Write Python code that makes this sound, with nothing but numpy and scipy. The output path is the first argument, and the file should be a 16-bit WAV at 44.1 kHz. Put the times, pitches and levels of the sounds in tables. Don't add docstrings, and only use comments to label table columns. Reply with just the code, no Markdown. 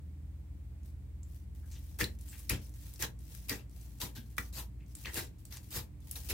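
import sys
import numpy as np
from scipy import signal
from scipy.fft import rfft, irfft, next_fast_len
from scipy.io import wavfile
from scipy.ndimage import uniform_filter1d

SR = 44100
rng = np.random.default_rng(int(sys.argv[2]) if len(sys.argv) > 2 else 0)


def materialize(psi):
    bounded = np.clip(np.atleast_2d(psi).T, -1, 1)
    quanta = np.round(bounded * 32767).astype(np.int16)
    wavfile.write(sys.argv[1], SR, quanta)


N = 279141
TIME, FFT_SIZE = np.arange(N) / SR, next_fast_len(N, real=True)

# time in seconds, level of the lower one in dB, of the higher one in dB.
MOTOR_LEVELS = [(0, -54.5, -46.5), (.6, -50, -48.5), (2.1, -46.5, -48), (2.8, -50, -55),
                (4.7, -47.5, -60.5), (5.45, -60.5, -54.5), (6.33, -44.5, -48.5)]
# frequency in Hz, relative strength there in dB.
RUMBLE_COLOUR = [(20, -40), (35, -18), (52, 2), (80, -1), (100, 0.5), (122, -4), (150, -6.5), (200, -9.5),
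                 (245, -19), (290, -12), (360, -23.5), (500, -30), (800, -35.5), (1400, -41.5),
                 (2200, -40.5), (2900, -45), (6000, -49.5), (8300, -45.5), (10000, -49.5), (15500, -47.5)]
FLOUR_COLOUR = [(700, -12.5), (2200, -5), (6000, -2.5), (16000, 1)]
DRAG_COLOUR = [(150, -20), (450, -6), (900, 4), (1300, -23), (2100, -16.5), (3200, -7), (6000, 5),
               (16000, -62)]
SKIN_COLOUR = [(500, -11), (1700, -13.5), (4500, -4.5), (9500, -6.5), (13000, -2), (16000, -7.5)]
SQUELCH_COLOUR = [(120, -14.5), (350, 7), (520, 0), (700, -6), (950, -7.5), (1250, -4), (1600, -4),
                  (2500, 2), (4000, -2.5), (8000, -7.5), (16000, -52)]
PUFF_COLOUR = [(60, -12), (170, -1.5), (270, 0.5), (420, -6.5), (650, -13), (1200, -30), (3000, -67)]
# start, swell time and easing time in seconds, flour hiss in dB,
# dough drag in dB.
HAND_STROKES = [(.832, 0.029, 0.061, -63.5, -77), (1.23, 0.13, 0.077, -63.5, -83),
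                (1.548, 0.0028, 0.12, -65.5, -80), (1.659, 0.07, 0.58, -59.5, -73),
                (2.188, .14, 0.21, -53.5, -71), (2.601, 0.015, 0.13, -60, -68),
                (2.739, 0.13, .15, -53.5, -70), (3.19, 0.15, 0.25, -54.5, -68.5),
                (3.695, 0.1, 0.42, -60.5, -74), (4.23, .03, .04, -64, -77),
                (4.299, 0.0045, 0.071, -62.5, -89), (4.367, 0.028, .1, -50.5, -57.5),
                (4.862, 0.057, .04, -64.5, -75), (4.953, 0.051, 0.25, -52, -71),
                (5.384, 0.004, 0.05, -63.5, -87), (5.453, .005, 0.066, -60.5, -67),
                (5.63, 0.0031, 0.2, -59, -81), (6.004, 0.1, 0.087, -58.5, -70),
                (6.115, 0.095, 0.2, -50.5, -63.5)]
# pitch in Hz, level in dB, seconds to fade 60 dB.
RIM_TONES = [(494, -3.5, 0.043), (865, -15, 0.047), (1070, -20, 0.23), (1206, -35, 0.27),
             (1634, -4.5, 0.046), (1890, -6, 0.023), (2676, -1.5, 0.082), (3889, -6, 0.147)]
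# frequency in Hz, seconds to fade 60 dB.
ECHO_TIMES = [(100, 0.46), (500, 0.31), (1500, 0.17), (4000, 0.15), (12000, 0.15)]
# start in seconds,
# level in dB, pitch in Hz, width as a share of the pitch (wider dies sooner), relative crack level in dB.
POPS_AND_TICKS = [(1.2315, -42, 7300, .08, -21), (1.989, -41.5, 11000, 1, 10),
                  (2.0106, -15.5, 1830, 0.19, -8), (2.0165, -21, 2400, .3, -8),
                  (2.041, -20, 3940, 0.13, -4.5), (2.287, -41, 8000, 0.18, -5),
                  (2.393, -39, 9000, 0.47, -3), (2.4935, -23, 4900, .18, -26),
                  (2.496, -13, 10850, 0.14, -4.5), (2.9375, -42.5, 8260, .22, 6.5),
                  (2.959, -38.5, 6000, .31, -15), (3.0245, -19.5, 6000, 0.56, 0.5),
                  (3.495, -21, 4770, .13, 2), (3.999, -44, 11900, 0.15, -25.5),
                  (4.0155, -23, 3880, 0.46, -4.5), (4.184, -40.5, 226, 0.143, -57),
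                  (4.9517, -26.5, 8250, .2, -10), (5.0569, -23.5, 3340, 0.72, -27),
                  (5.1432, -28.5, 8150, .72, 2), (5.4525, -36.5, 8640, 0.17, -1),
                  (5.5246, -31.5, 5140, 0.33, -16), (6.112, -23.5, 10900, .16, -3.5)]
# start and fade time in seconds, level in dB, pitch and width in Hz.
SKIN_PEELS = [(1.63, 0.075, -74, 1540, 300), (1.712, .079, -58.5, 6140, 2500),
              (1.718, .05, -69, 2440, 1400), (1.753, 0.036, -61.5, 3120, 1800),
              (1.989, 0.032, -48, 1500, 1303), (2.286, .053, -56.5, 7900, 900),
              (2.326, 0.049, -59, 2110, 1210), (2.388, .04, -56.5, 10100, 7000),
              (4.155, 0.057, -61.5, 1580, 152), (4.16, .055, -55.5, 3380, 1400),
              (4.798, 0.064, -70.5, 2370, 900), (5.045, .025, -47.5, 2580, 700),
              (5.067, 0.051, -49.5, 1930, 200), (5.562, .016, -49, 6120, 4970)]
# start, swell time and fade time in seconds, skin hiss in dB, squelch
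# in dB, pitch of the escaping air in Hz, its level in dB, rasp of the hollow under the fist in dB,
# thud in dB, tilt of the thud in dB per octave (higher is brighter).
FIST_PUSHES = [(1.986, 0.02, 0.045, -36, -38, 1910, -43, -67, -31, 3),
               (2.493, 0.0058, 0.069, -40.5, -39.5, 2070, -42.5, -55, -28, 0.5),
               (2.992, 0.039, .031, -37, -40.5, 1940, -40, -49.5, -38.5, 1),
               (3.482, .018, 0.083, -41, -45, 2270, -41, -54.5, -36, 5.5),
               (4, .017, 0.065, -37.5, -47, 3430, -51.5, -50.5, -40, 2.5),
               (4.15, 0.0097, 0.064, -51, -60.5, 1700, -64, -69, -43, -4),
               (4.525, 0.058, 0.059, -41, -58, 1280, -57, -55.5, -47.5, 3),
               (5.045, 0.026, 0.072, -72, -49, 2070, -53, -62, -41.5, -8),
               (5.131, 0.0415, .073, -37, -42, 1640, -48, -55, -37, -2),
               (5.505, 0.02, 0.1, -51, -64, 1970, -60.5, -69, -62, 0),
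               (5.704, 0.061, 0.057, -37.5, -47, 1900, -51.5, -55.5, -37, -0.5),
               (6.153, 0.0078, 0.032, -42.5, -63, 2150, -59, -66, -64, -10),
               (6.286, 0.019, 0.033, -35.5, -42, 2300, -63, -61, -32.5, -9)]
# pitch in Hz, relative level in dB, seconds to fade 60 dB.
TRAY_TONES = [(61, 9, 0.099), (96, 4.5, 0.32), (122.7, 5.5, 0.24), (186, -2, 0.254), (222, -6.5, 0.44),
              (269.8, -9, 0.043), (287.2, -1.5, 0.2), (333.4, -6.5, 0.03), (375, -8.5, 0.21),
              (468, -10, 0.15), (559, -25.5, 0.47)]
CLACK_HITS = [(4.3814, -16, 1880, 0.24, -6), (4.3848, -22, 1960, 0.41, -12)]


def amp(db):
    return 10 ** (np.asarray(db) / 20)


def unit(x):
    return x / np.sqrt(np.mean(x ** 2) + 1e-20)


def look_up(table, hz):
    row_hz, value = np.transpose(table)
    return np.interp(np.log(hz + 1), np.log(row_hz), value)


def colour(x, table):
    gain = amp(look_up(table, np.fft.rfftfreq(FFT_SIZE, 1 / SR)))
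    return unit(irfft(rfft(x, FFT_SIZE) * gain, FFT_SIZE)[..., :N])


def add(mix, start, sound):
    part = mix[:, max(round(start * SR), 0):][:, :sound.shape[-1]]
    part += sound[..., :part.shape[1]]


def excerpt(noise, start, t):
    return noise[:, (round(start * SR) + np.arange(len(t))) % N]


def drift(per_s):
    points = rng.standard_normal(4000)
    return unit(np.interp(TIME * per_s, np.arange(len(points)), points))


def motor_hum():
    times, lower_db, higher_db = np.transpose(MOTOR_LEVELS)
    lower, higher = np.interp(TIME, times, lower_db), np.interp(TIME, times, higher_db)
    out = np.zeros(N)
    for hz, db in [(58.15, lower), (76.9, higher), (120, -59)]:
        level = np.sqrt(2) * amp(db + 0.2 * drift(2.5))
        out += level * np.sin(2 * np.pi * (hz * TIME + rng.random()) + .02 * drift(13))
    return out


def room_air():
    common, apart = rfft(rng.standard_normal((2, FFT_SIZE)))
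    apart_db = [(60, -9), (130, -13.5), (300, -5), (1000, -1), (5000, 1)]
    apart = apart * amp(look_up(apart_db, np.fft.rfftfreq(FFT_SIZE, 1 / SR)))
    return amp(-52.5) * colour(irfft([common + apart, common - apart], FFT_SIZE), RUMBLE_COLOUR)


def friction(per_s, spread_db, smooth, lumpy_db):
    hiss = rng.standard_normal(N)
    at = np.flatnonzero(rng.random(N) < per_s / SR)
    slips = np.zeros(N)
    slips[at] = np.sign(hiss[at]) * amp(spread_db * np.minimum(rng.exponential(1, N)[at], 4))
    return (unit(slips) + smooth * hiss) * amp(lumpy_db * drift(220))


def flour_hiss(shared):
    common, left, right = (friction(per_s=1500, spread_db=4.5, smooth=1.1, lumpy_db=3.5)
                           for _ in range(3))
    return colour(np.sqrt(shared) * common + np.sqrt(1 - shared) * np.array([left, right]), FLOUR_COLOUR)


def steel_wall(x, patchy_db, apart=1.0):
    hz, _, spectrum = signal.stft(x, SR, nperseg=256)
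    patches = uniform_filter1d(rng.standard_normal((3, *spectrum.shape)), size=3, axis=1)
    level, phase, balance = unit(uniform_filter1d(patches, size=6, axis=2))
    turn = apart * np.minimum(hz / 3500, 1)[:, None] ** 0.5 * phase + np.pi * hz[:, None] / SR * .7
    side = amp(3.6 * balance) * np.exp(-1j * turn)
    ears = spectrum * amp(patchy_db * level) * np.array([side, 1 / side])
    return unit(signal.istft(ears, SR, nperseg=256)[1][:, :N])


def stroke(t, swell, ease):
    grip_db = -12.5 * np.clip(1 - t / swell, 0, 1) ** 1.1
    ease_db = -11 * np.maximum(t - swell, 0) / ease
    lift = np.exp(-np.maximum(t - swell - ease, 0) / .015)
    return np.clip(t / 0.0014, 0, 1) * amp(grip_db + ease_db) * lift


def hand_rubs():
    flour = flour_hiss(shared=0.06)
    drag = friction(per_s=270, spread_db=3.5, smooth=2.5, lumpy_db=3.9)
    drag = steel_wall(colour(drag, DRAG_COLOUR), patchy_db=5)
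    t, out = np.arange(SR // 2) / SR, np.zeros((2, N))
    for start, swell, ease, flour_db, drag_db in HAND_STROKES:
        rub = amp(flour_db) * excerpt(flour, start, t) + amp(drag_db) * excerpt(drag, start, t)
        add(out, start, rub * stroke(t, swell, ease))
    return out


def snap(hz, width, crack_db):
    t = np.arange(SR // 20) / SR
    crack, wall = rng.standard_normal((2, 2, len(t))) * np.exp(-t / [[[.003]], [[.0025]]])
    cut_lows = signal.butter(2, min(0.96 * hz, 6000), "high", fs=SR, output="sos")
    crack = signal.sosfilt(cut_lows, crack)
    ring = np.sin(2 * np.pi * hz * t) * np.exp(-np.pi * width * hz * t) * (1 - np.exp(-hz * t / 0.33))
    ring /= abs(ring).max()
    echoes = signal.fftconvolve(wall * (t > .0006), ring[None], axes=1)[:, :len(t)]
    echoes += 0.21 * echoes[::-1]
    return 0.37 * ring + 0.55 * echoes / abs(echoes).max() + 0.49 * amp(crack_db) * crack


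def tacky_ticks(per_s=18, hz=8550, touch_db=9.5, slide_db=5, spread_db=7.5):
    out = np.zeros((2, N))
    pitches, sizes = rng.standard_normal((len(HAND_STROKES), 8, 2)).transpose(2, 0, 1)
    waits = rng.exponential(1, pitches.shape) / per_s
    for i, (start, swell, ease, flour_db, _) in enumerate(HAND_STROKES):
        first, *later = [snap(hz * np.exp(.15 * p), width=.4, crack_db=-11.5) for p in pitches[i]]
        add(out, start, amp(flour_db + touch_db) * first)
        for at, size, tick in zip(np.cumsum(waits[i]), sizes[i], later):
            level = amp(flour_db + slide_db + spread_db * size) * stroke(at, swell, ease)
            add(out, start + at, level * tick)
    return out


def rim_ring(x):
    t = np.arange(SR // 5) / SR
    ring = sum(amp(db - 60 * t / fade) * np.cos(2 * np.pi * hz * t) * 2 * np.log(1000) / (fade * SR)
               for hz, db, fade in RIM_TONES)
    return x + signal.fftconvolve(x, ring[None], axes=1)[:, :N]


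def kitchen_echo(x, echo_db):
    bounces = rng.standard_normal((2, SR // 2)) * (np.arange(SR // 2) > .004 * SR)
    hz, when, ears = signal.stft(bounces, SR, nperseg=256)
    shared = look_up([(150, 0.41), (500, 0.44), (1500, 0.074)], hz)[:, None]
    ears[1] = shared * ears[0] + np.sqrt(1 - shared ** 2) * ears[1]
    fading = amp(-60 * when / look_up(ECHO_TIMES, hz)[:, None])
    tail = signal.istft(ears * fading, SR, nperseg=256)[1]
    return x + amp(echo_db) * signal.fftconvolve(x, tail / np.linalg.norm(tail[0]), axes=1)[:, :N]


def snaps(rows):
    out = np.zeros((2, N))
    for start, db, hz, width, crack_db in rows:
        add(out, start, amp(db) * snap(hz, width, crack_db))
    return out


def pressure(t, swell, fade, touch_db):
    swell_db = touch_db * np.sqrt(swell / 0.019) * np.clip(1 - t / swell, 0, 1)
    fade_db = -20 * (np.maximum(t - swell, 0) / fade) ** 1.32
    return np.clip(t / 0.0024, 0, 1) * amp(np.maximum(swell_db + fade_db, -150))


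def resonate(x, hz, width_hz):
    turn = np.exp(2j * np.pi * np.cumsum(hz) / SR)
    decay = np.exp(-np.pi * width_hz / SR)
    return (turn * signal.lfilter([1 - decay], [1, -decay], x / turn)).real


def rasp(load, hz, width_hz):
    slips = rng.standard_normal(len(load)) * (rng.random(len(load)) < 2500 / SR)
    pitch = np.full(len(load), hz)
    ring = resonate(resonate(slips, pitch, width_hz), pitch, 2 * width_hz)
    return unit(ring * load) * np.sqrt(np.mean(load ** 2))


def skin_peels():
    t, out = np.arange(SR // 4) / SR, np.zeros((2, N))
    for start, fade, db, hz, width_hz in SKIN_PEELS:
        load = pressure(t, swell=.009, fade=fade, touch_db=-2.5)
        add(out, start, amp(db) * rasp(load, hz, width_hz))
    return out


def escaping_air(t, swell, fade, hz):
    sinking_hz = hz * 2 ** (-11 * np.clip(t - swell, -.008, .045))
    air = resonate(rng.standard_normal((2, len(t))), sinking_hz, width_hz=370)
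    air = resonate(air, sinking_hz, width_hz=1050)
    load = pressure(t, swell, fade * 0.64, touch_db=-22)
    return unit((air + 0.34 * air[::-1]) * load) * np.sqrt(np.mean(load ** 2))


def fist_pushes():
    skin = friction(per_s=2500, spread_db=2.5, smooth=1, lumpy_db=0)
    skin = steel_wall(colour(skin, SKIN_COLOUR), patchy_db=1.5)
    squelch = friction(per_s=970, spread_db=2.5, smooth=0.8, lumpy_db=2)
    squelch = steel_wall(colour(squelch, SQUELCH_COLOUR), patchy_db=4.5)
    t, out = np.arange(SR // 3) / SR, np.zeros((2, N))
    for start, swell, fade, skin_db, squelch_db, air_hz, air_db, hollow_db, _, _ in FIST_PUSHES:
        touch = pressure(t, swell, fade, touch_db=-7.5)
        squeeze = pressure(t - .003, swell, fade * 1.17, touch_db=-15)
        press = pressure(t - .008, swell, fade, touch_db=-15.5)
        add(out, start, amp(skin_db) * excerpt(skin, start, t) * touch)
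        add(out, start, amp(squelch_db) * excerpt(squelch, start, t) * squeeze)
        add(out, start, amp(air_db) * escaping_air(t, swell, fade, air_hz))
        add(out, start, amp(hollow_db) * rasp(press, hz=926, width_hz=310))
    return out


def thud(level_db, tilt_db, build_s):
    t = np.arange(SR // 2) / SR
    hz, db, fade = np.transpose(TRAY_TONES)[:, :, None]
    size = amp(db + tilt_db * np.log2(hz / 200))
    phase = rng.random(hz.shape) + hz / 3500 * rng.standard_normal((2, *hz.shape))
    loaded_hz = hz * (1 + .02 * rng.standard_normal(hz.shape))
    ring = np.sin(2 * np.pi * (loaded_hz * t + phase)) * amp(-60 * np.maximum(t - build_s, 0) / fade)
    load = np.sin(np.pi / 2 * np.clip(t / build_s, 0, 1)) ** 2
    return amp(level_db) * load * (size * ring).sum(1) / np.linalg.norm(size)


def tray_thuds():
    bulk = steel_wall(colour(rng.standard_normal(N), PUFF_COLOUR), patchy_db=3.5, apart=0.68)
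    t, out = np.arange(SR // 3) / SR, np.zeros((2, N))
    puff = pressure(t, swell=0.013, fade=0.043, touch_db=-4)
    for start, swell, *_, level_db, tilt_db in FIST_PUSHES:
        loaded = start + 0.00897 + .5 * swell
        add(out, loaded, thud(level_db, tilt_db, build_s=0.024))
        add(out, loaded, amp(level_db - 18) * excerpt(bulk, start, t) * puff)
    add(out, CLACK_HITS[-1][0], thud(level_db=-40.5, tilt_db=3.5, build_s=0.0079))
    return out


def scene():
    dough = fist_pushes() + hand_rubs() + tacky_ticks() + skin_peels() + snaps(POPS_AND_TICKS)
    dough = kitchen_echo(rim_ring(dough), echo_db=-5.5)
    clack = kitchen_echo(snaps(CLACK_HITS), echo_db=-7.5)
    left_right = amp([[1], [-1]])
    return (dough + clack + tray_thuds()) * left_right + motor_hum() + room_air()


def record(dry):
    cut_highs = signal.firwin(401, 15900, window=("kaiser", 8), fs=SR)
    return signal.oaconvolve(dry, cut_highs[None], "same")


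dry = scene()
out = record(dry)
materialize(out)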